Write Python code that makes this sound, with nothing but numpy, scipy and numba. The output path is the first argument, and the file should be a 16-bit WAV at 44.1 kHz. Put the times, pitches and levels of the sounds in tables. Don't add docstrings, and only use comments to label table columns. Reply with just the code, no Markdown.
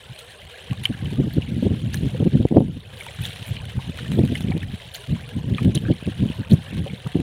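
import sys
import numpy as np
from scipy import signal
from scipy.fft import rfft, irfft
from scipy.io import wavfile
from scipy.ndimage import uniform_filter1d
from numba import njit

SR = 44100
rng = np.random.default_rng(int(sys.argv[2]) if len(sys.argv) > 2 else 0)


def how_loud(loudness_db):
    steps = np.asarray(loudness_db, float) / 20
    return 10 ** steps


def pcm_store(signal):
    levels = np.round(np.clip(np.atleast_2d(signal), -1, 1) * 32767)
    wavfile.write(sys.argv[1], SR, levels.astype(np.int16).T)


N = 318381

# [t/s, churn level/dB, fizz over churn/dB]
STIRRING = [(0.0, -46.5, -2), (0.9, -44.5, -2), (1.69, -47.5, 0), (2.09, -45.5, 0), (2.35, -46.5, -2),
            (2.73, -55.5, 3.5), (2.95, -45.5, -4.5), (3.35, -44.5, 4.5), (3.6, -44.5, -3.5), (3.88, -46, 0),
            (4.3, -42.5, -0.5), (4.58, -45.5, -2.5), (5.0, -46, 2), (5.33, -45, -3.5), (5.63, -47, 0),
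            (6.51, -44, -3), (7.22, -45.5, -2.5)]
# [f/Hz, gain/dB]
WATER_COLOUR = [(250, -10), (480, 3.5), (800, -3), (1280, -11.5), (1600, -5), (2300, -7), (3100, -2.5),
                (3900, -9.5), (4800, -24), (6600, -24), (8300, -23), (9400, -18.5), (12000, -29),
                (15500, -33)]


def level(x, db):
    return x * how_loud(db) / np.sqrt(np.mean(x ** 2))


def curves(table):
    s, *columns = np.transpose(table)
    return [np.interp(np.arange(N) / SR, s, c) for c in columns]


def walk(rate_hz):
    k = int(SR / rate_hz)
    held = np.repeat(rng.standard_normal(N // 50), k)[:N]
    return 1.3 * uniform_filter1d(uniform_filter1d(held, k), k)


def waver(spread_db, rate_hz):
    return spread_db * walk(rate_hz) - spread_db ** 2 * np.log(10) / 20


def colour(x, table):
    hz, db = np.transpose(table)
    log_hz = np.log(np.linspace(1, SR / 2, 1025))
    log_gain = np.interp(log_hz, np.log(hz), db) * np.log(10) / 20
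    cepstrum = irfft(log_gain)
    cepstrum[1:1024] *= 2
    cepstrum[1025:] = 0
    impulse = irfft(np.exp(rfft(cepstrum)))
    return signal.fftconvolve(x, impulse)[:N]


def tilted_water(db_per_octave):
    return [(hz, db + db_per_octave * np.log2(hz / 3000)) for hz, db in WATER_COLOUR]


def butter(x, order, hz, kind="low"):
    return signal.sosfilt(signal.butter(order, hz, kind, fs=SR, output="sos"), x)


@njit
def low_pass(x, hz, damp):
    y, b, l = np.empty(len(x)), 0., 0.
    for i in range(len(x)):
        g = np.tan(np.pi * hz[i] / SR)
        v = (b + g * (x[i] - l)) / (1 + g * (g + damp))
        y[i] = l + g * v
        b, l = 2 * v - b, 2 * y[i] - l
    return y


@njit
def rings(n, s, size, hz, t60, rise, glide):
    out = np.zeros(n)
    for k in range(len(s)):
        start, length = int(s[k] * SR), int((t60[k] + rise[k]) * SR)
        phase = 0.
        for i in range(min(length, n - start)):
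            t = i / SR
            phase += 2 * np.pi * hz[k] * glide[k] ** (t / t60[k]) / SR
            swell = np.sin(np.pi / 2 * min(t / rise[k], 1.)) ** 2
            decay = 1000. ** (-max(t - rise[k], 0.) / t60[k])
            out[start + i] += size[k] * swell * decay * np.sin(phase)
    return out


def bubbles(count, low_hz, high_hz, cycles, scatter_db):
    when, pitch, strength, life = rng.random((count, 4)).T
    hz = low_hz * (high_hz / low_hz) ** pitch
    t60 = cycles * (0.98 + life) / hz
    size = how_loud(-scatter_db * np.log(1 - 0.995 * strength)) * hz / 1000
    return level(rings(N, when * N / SR, size, hz, t60, 0.088 * t60, 1 + 0.44 * life), 0)


def insect():
    # [start/s, end/s]
    buzzes = [(0, 0.056), (.13, .33)]
    centre_hz, width_hz, rasp_db = 8200, 520, -63
    t = np.arange(N) / SR
    on = sum((t >= a) * (t < b) for a, b in buzzes) * 1.0
    on = uniform_filter1d(on, int(0.01 * SR))
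    edges_hz = [centre_hz - width_hz / 2, centre_hz + width_hz / 2]
    rasp = butter(rng.standard_normal(N), 2, edges_hz, "band")
    return on * level(rasp, rasp_db)


def wind():
    # [centre t/s, level/dB, length/s]
    puffs = [(0.113, -27, 0.021), (0.449, -32.5, 0.038), (0.715, -16, 0.021), (0.81, -26, 0.05),
             (0.903, -12.5, 0.012), (1.045, -15.5, 0.04), (1.131, -19.5, 0.013), (1.2, -12, 0.029),
             (1.272, -18.5, 0.017), (1.381, -15.5, 0.029), (1.486, -27, 0.018), (1.571, -22.5, 0.028),
             (1.63, -13, 0.0076), (1.662, -15, 0.033), (1.727, -16, 0.032), (1.869, -18.5, 0.074),
             (1.987, -20.5, 0.052), (2.059, -17.5, 0.038), (2.211, -16.5, 0.017), (2.227, -12, 0.0094),
             (2.268, -14.5, 0.022), (2.352, -9, 0.037), (2.411, -12.5, 0.024), (2.454, -16.5, 0.0074),
             (2.52, -11, 0.017), (2.545, -10, 0.013), (2.57, -8.5, 0.016), (2.611, -15, 0.017),
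             (2.767, -26, 0.017), (3.211, -22, 0.045), (3.425, -36, 0.013), (3.511, -20.5, 0.026),
             (3.633, -27.5, 0.081), (3.779, -17.5, 0.02), (4.169, -17.5, 0.012), (4.238, -17, 0.005),
             (4.24, -18, 0.037), (4.323, -17.5, 0.034), (4.569, -13, 0.0094), (4.664, -25, 0.1),
             (4.739, -23.5, 0.012), (5.12, -11.5, 0.038), (5.37, -23, 0.068), (5.517, -14.5, 0.028),
             (5.551, -16.5, 0.016), (5.618, -19.5, 0.024), (5.669, -10.5, 0.05), (5.684, -8, 0.0095),
             (5.765, -14.5, 0.024), (5.851, -18.5, 0.058), (5.888, -16.5, 0.0084), (5.907, -9, 0.02),
             (6.028, -23.5, 0.0058), (6.081, -16.5, 0.018), (6.234, -13.5, 0.047), (6.301, -18, 0.0075),
             (6.402, -18, 0.023), (6.53, -6.5, 0.024), (6.728, -22.5, 0.01), (6.79, -19, 0.077),
             (6.933, -22.5, 0.017), (7.062, -18.5, 0.016), (7.161, -11.5, 0.015), (7.201, -18.5, 0.02)]
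    # [t/s, steady draught level/dB, small quick eddies in the puffs/dB]
    draught = [(0.0, -49, -27), (0.66, -46, -21), (0.95, -31.5, -16.5), (1.62, -24, -8), (1.95, -26, -17.5),
               (2.2, -21, -7.5), (2.4, -30.5, -15), (2.57, -17, -1), (2.8, -33, -19.5), (3.01, -42, -29),
               (3.5, -33, -22.5), (3.92, -30, -24.5), (4.2, -21, -9.5), (4.54, -23, -15.5),
               (4.78, -42, -20), (5.25, -37.5, -15.5), (5.4, -24.5, -13), (5.9, -34.5, -10),
               (6.3, -28.5, -13), (7.02, -36.5, -15), (7.22, -33, -10)]
    draught_quick_db, rumble_db, flutter_db = -16, -53, 2.5
    puff_sharp, wake_share, wake_fade = 2.14, 0.12, 1.76
    port_cut_hz, cavity_hz = 78.2, 850

    draught_db, eddy_db = curves(draught)
    draught_db = draught_db + waver(3.5, 35)
    power = how_loud(draught_db) ** 2
    quick = power * (draught_quick_db + 0.65 * (draught_db + 24.0))
    t = np.arange(N) / SR
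    for s, db, length in puffs:
        near = slice(max(int((s - 2 * length) * SR), 0), int((s + 4 * length) * SR))
        age = (t[near] - s) / length
        front = np.exp(-(puff_sharp * age) ** 2)
        wake = wake_share * (age > 0) * (1 - np.exp(-3 * age ** 2)) * np.exp(-wake_fade * age)
        puff = how_loud(db) ** 2 * (front + wake)
        power[near] += puff
        quick[near] += puff * (eddy_db[near] + 2.06 * np.log2(0.026 / length))

    corner_hz = np.clip(420 * how_loud(0.57 * quick / power), 60, 900)
    eddies = low_pass(rng.standard_normal(N), 0.77 * corner_hz, 1.6)
    eddies = low_pass(eddies, 1.655 * corner_hz, 1.0)
    eddies = butter(eddies, 2, port_cut_hz, "high")
    window = int(0.024 * SR)
    eddies /= np.sqrt(uniform_filter1d(uniform_filter1d(eddies ** 2, window), window))
    eddies = level(np.sinh(0.6 * eddies), 0)
    eddies = butter(eddies, 3, cavity_hz)
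    far = butter(rng.standard_normal(N), 2, 110)
    return eddies * np.sqrt(power) * how_loud(waver(flutter_db, 90)) + level(far, rumble_db)


def ticks():
    # [t/s, envelope peak before the noise level/dB]
    smacks = [(2.1774, -32), (3.0649, -22), (3.3603, -27), (3.4265, -26), (3.6546, -24), (3.9739, -23.5),
              (4.118, -21), (4.2515, -23.5), (4.3527, -28), (4.4075, -21.5), (5.072, -26), (5.583, -29),
              (5.6301, -25), (5.6475, -22), (6.266, -31), (6.4384, -37)]
    decay_s, stray_db, noise_db = 0.0018, -36.5, -7.0
    when, strength = rng.random((260, 2)).T
    at = (when * (N - 1)).astype(int)
    churn_db = curves(STIRRING)[0][at]
    strays_db = stray_db + churn_db + 45 - 3.0 * np.log(1 - 0.97 * strength)
    s, peak_db = np.transpose(smacks)
    hits = np.zeros(N)
    hits[np.r_[at, (s * SR).astype(int)]] = how_loud(np.r_[strays_db, peak_db])
    shape = signal.lfilter([1], [1, -np.exp(-1 / (decay_s * SR))], hits)
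    return shape * level(colour(rng.standard_normal(N), tilted_water(2.23)), noise_db)


def sprays():
    # [t/s, envelope peak/dB, length/s]
    bursts = [(0.192, -40, 0.019), (0.838, -37, 0.015), (0.854, -23.5, 0.0046), (1.939, -36, 0.027),
              (1.944, -21, 0.0027), (2.993, -43.5, 0.11), (3.223, -43.5, 0.034), (3.252, -34, 0.02),
              (3.467, -39.5, 0.025), (4.124, -41.5, 0.026), (4.358, -36.5, 0.029), (4.42, -54, 0.025),
              (4.949, -34.5, 0.025), (5.752, -28.5, 0.014), (6.5106, -36.5, 0.027)]
    t, shape = np.arange(N) / SR, np.zeros(N)
    for s, peak_db, length in bursts:
        age = np.clip((t - s) / length, -6, 12)
        shape += how_loud(peak_db) * np.where(age < 0, np.exp(-(3 * age) ** 2), np.exp(-age))
    crackle = rng.standard_normal(N) * how_loud(3.5 * walk(400))
    beads = bubbles(count=3500, low_hz=1500, high_hz=15000, cycles=24., scatter_db=3.0)
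    droplets = level(crackle, -4) + beads
    return shape * level(colour(droplets, tilted_water(4.7)), 1.0)


def plinks():
    # [t/s, peak/dB, f/Hz]
    landings = [(0.724, -36, 1080), (0.8543, -5, 3040), (0.94, -33, 1630), (1.056, -28, 3010),
                (1.334, -36, 12000), (1.42, -25.5, 2820), (1.971, -30, 4050), (2.145, -24, 483),
                (3.008, -25, 2230), (3.064, -32.5, 875), (3.083, -31.5, 2270), (3.236, -33, 10500),
                (3.253, -22, 3440), (3.488, -34, 11100), (3.566, -27, 3020), (3.789, -33, 870),
                (3.986, -35.5, 1390), (4.353, -19.5, 2050), (4.354, -23.5, 2960), (4.418, -36, 3430),
                (4.512, -31, 720), (4.519, -25, 2230), (4.628, -33.5, 2200), (4.945, -28, 4130),
                (5.582, -21, 2400), (5.582, -25, 1180), (5.758, -20, 3920), (5.775, -19.5, 3050),
                (5.851, -30.5, 1550), (5.866, -44, 1530), (5.879, -40, 1460), (5.912, -32, 3100),
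                (5.922, -34, 3050), (6.512, -27.5, 4230), (6.861, -23.5, 535), (6.898, -32.5, 2220),
                (7.062, -35, 1185)]
    snap_db, spatter_db, spatter_s = -15, -5, 0.066
    s, peak_db, hz = np.transpose(landings)
    t60 = 0.019 * (3000 / hz) ** 0.57 * how_loud(-0.25 * (np.minimum(peak_db, -18) + 23))
    out = rings(N, s, how_loud(peak_db), hz, t60, 0.06 * t60, 1 + 0.28 * np.minimum(900 / hz, 1))
    snap_size = how_loud(0.75 * peak_db + snap_db)
    out += rings(N, s, snap_size, 1.42 * hz, 0.067 * t60, 0.022 * t60, np.ones(len(s)))
    for lag, size, detune in rng.random((len(s), 3, 6)).T:
        late = s + 0.003 + spatter_s * lag ** 2
        weak = how_loud(0.65 * peak_db + spatter_db - 10.0 * size - 48.0 * lag)
        late_hz = np.minimum(hz, 3300) * 2.03 ** (detune - 0.5)
        out += rings(N, late, weak, late_hz, 0.93 * t60, 0.029 * t60, 1 + 0.21 * size)
    return out


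def churn():
    drips_db, patter_db = -12, -2.5
    churn_db, fizz_db = curves(STIRRING)
    hiss = rng.standard_normal(N) * how_loud(2.5 * walk(300))
    low_hiss = butter(hiss, 4, 5200)
    low = bubbles(count=4800, low_hz=350, high_hz=5000, cycles=46., scatter_db=3.0)
    low = low + how_loud(-5.5) * low_hiss * how_loud(4.0 * walk(45))
    high = bubbles(count=5500, low_hz=4000, high_hz=15500, cycles=60., scatter_db=2.8)
    high = high + how_loud(-1.0) * (hiss - low_hiss) * how_loud(2.2 * walk(45))
    drips = bubbles(count=110, low_hz=600, high_hz=4500, cycles=30., scatter_db=2.0)
    patter = bubbles(count=1300, low_hz=900, high_hz=4500, cycles=14., scatter_db=3.5)
    patter = patter * how_loud(waver(4, 12))
    low = low + how_loud(drips_db) * drips + how_loud(patter_db) * patter
    gurgle = level(colour(low, WATER_COLOUR), 0)
    fizz = level(colour(high, WATER_COLOUR), 0)
    return how_loud(churn_db) * (gurgle + how_loud(fizz_db) * fizz)


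def scene():
    return (insect() + wind() + ticks() + sprays() + plinks() + churn())[None]


def roll_off(x):
    return signal.sosfilt(signal.butter(12, 16490, fs=SR, output="sos"), x)


def record(dry):
    mic_cut_hz, top_hz = 92, 15750
    band = butter(dry, 2, mic_cut_hz, "high")
    band = signal.sosfilt(signal.ellip(8, 0.2, 70, top_hz, fs=SR, output="sos"), band)
    return roll_off(band)


dry = scene()
out = record(dry)
pcm_store(out)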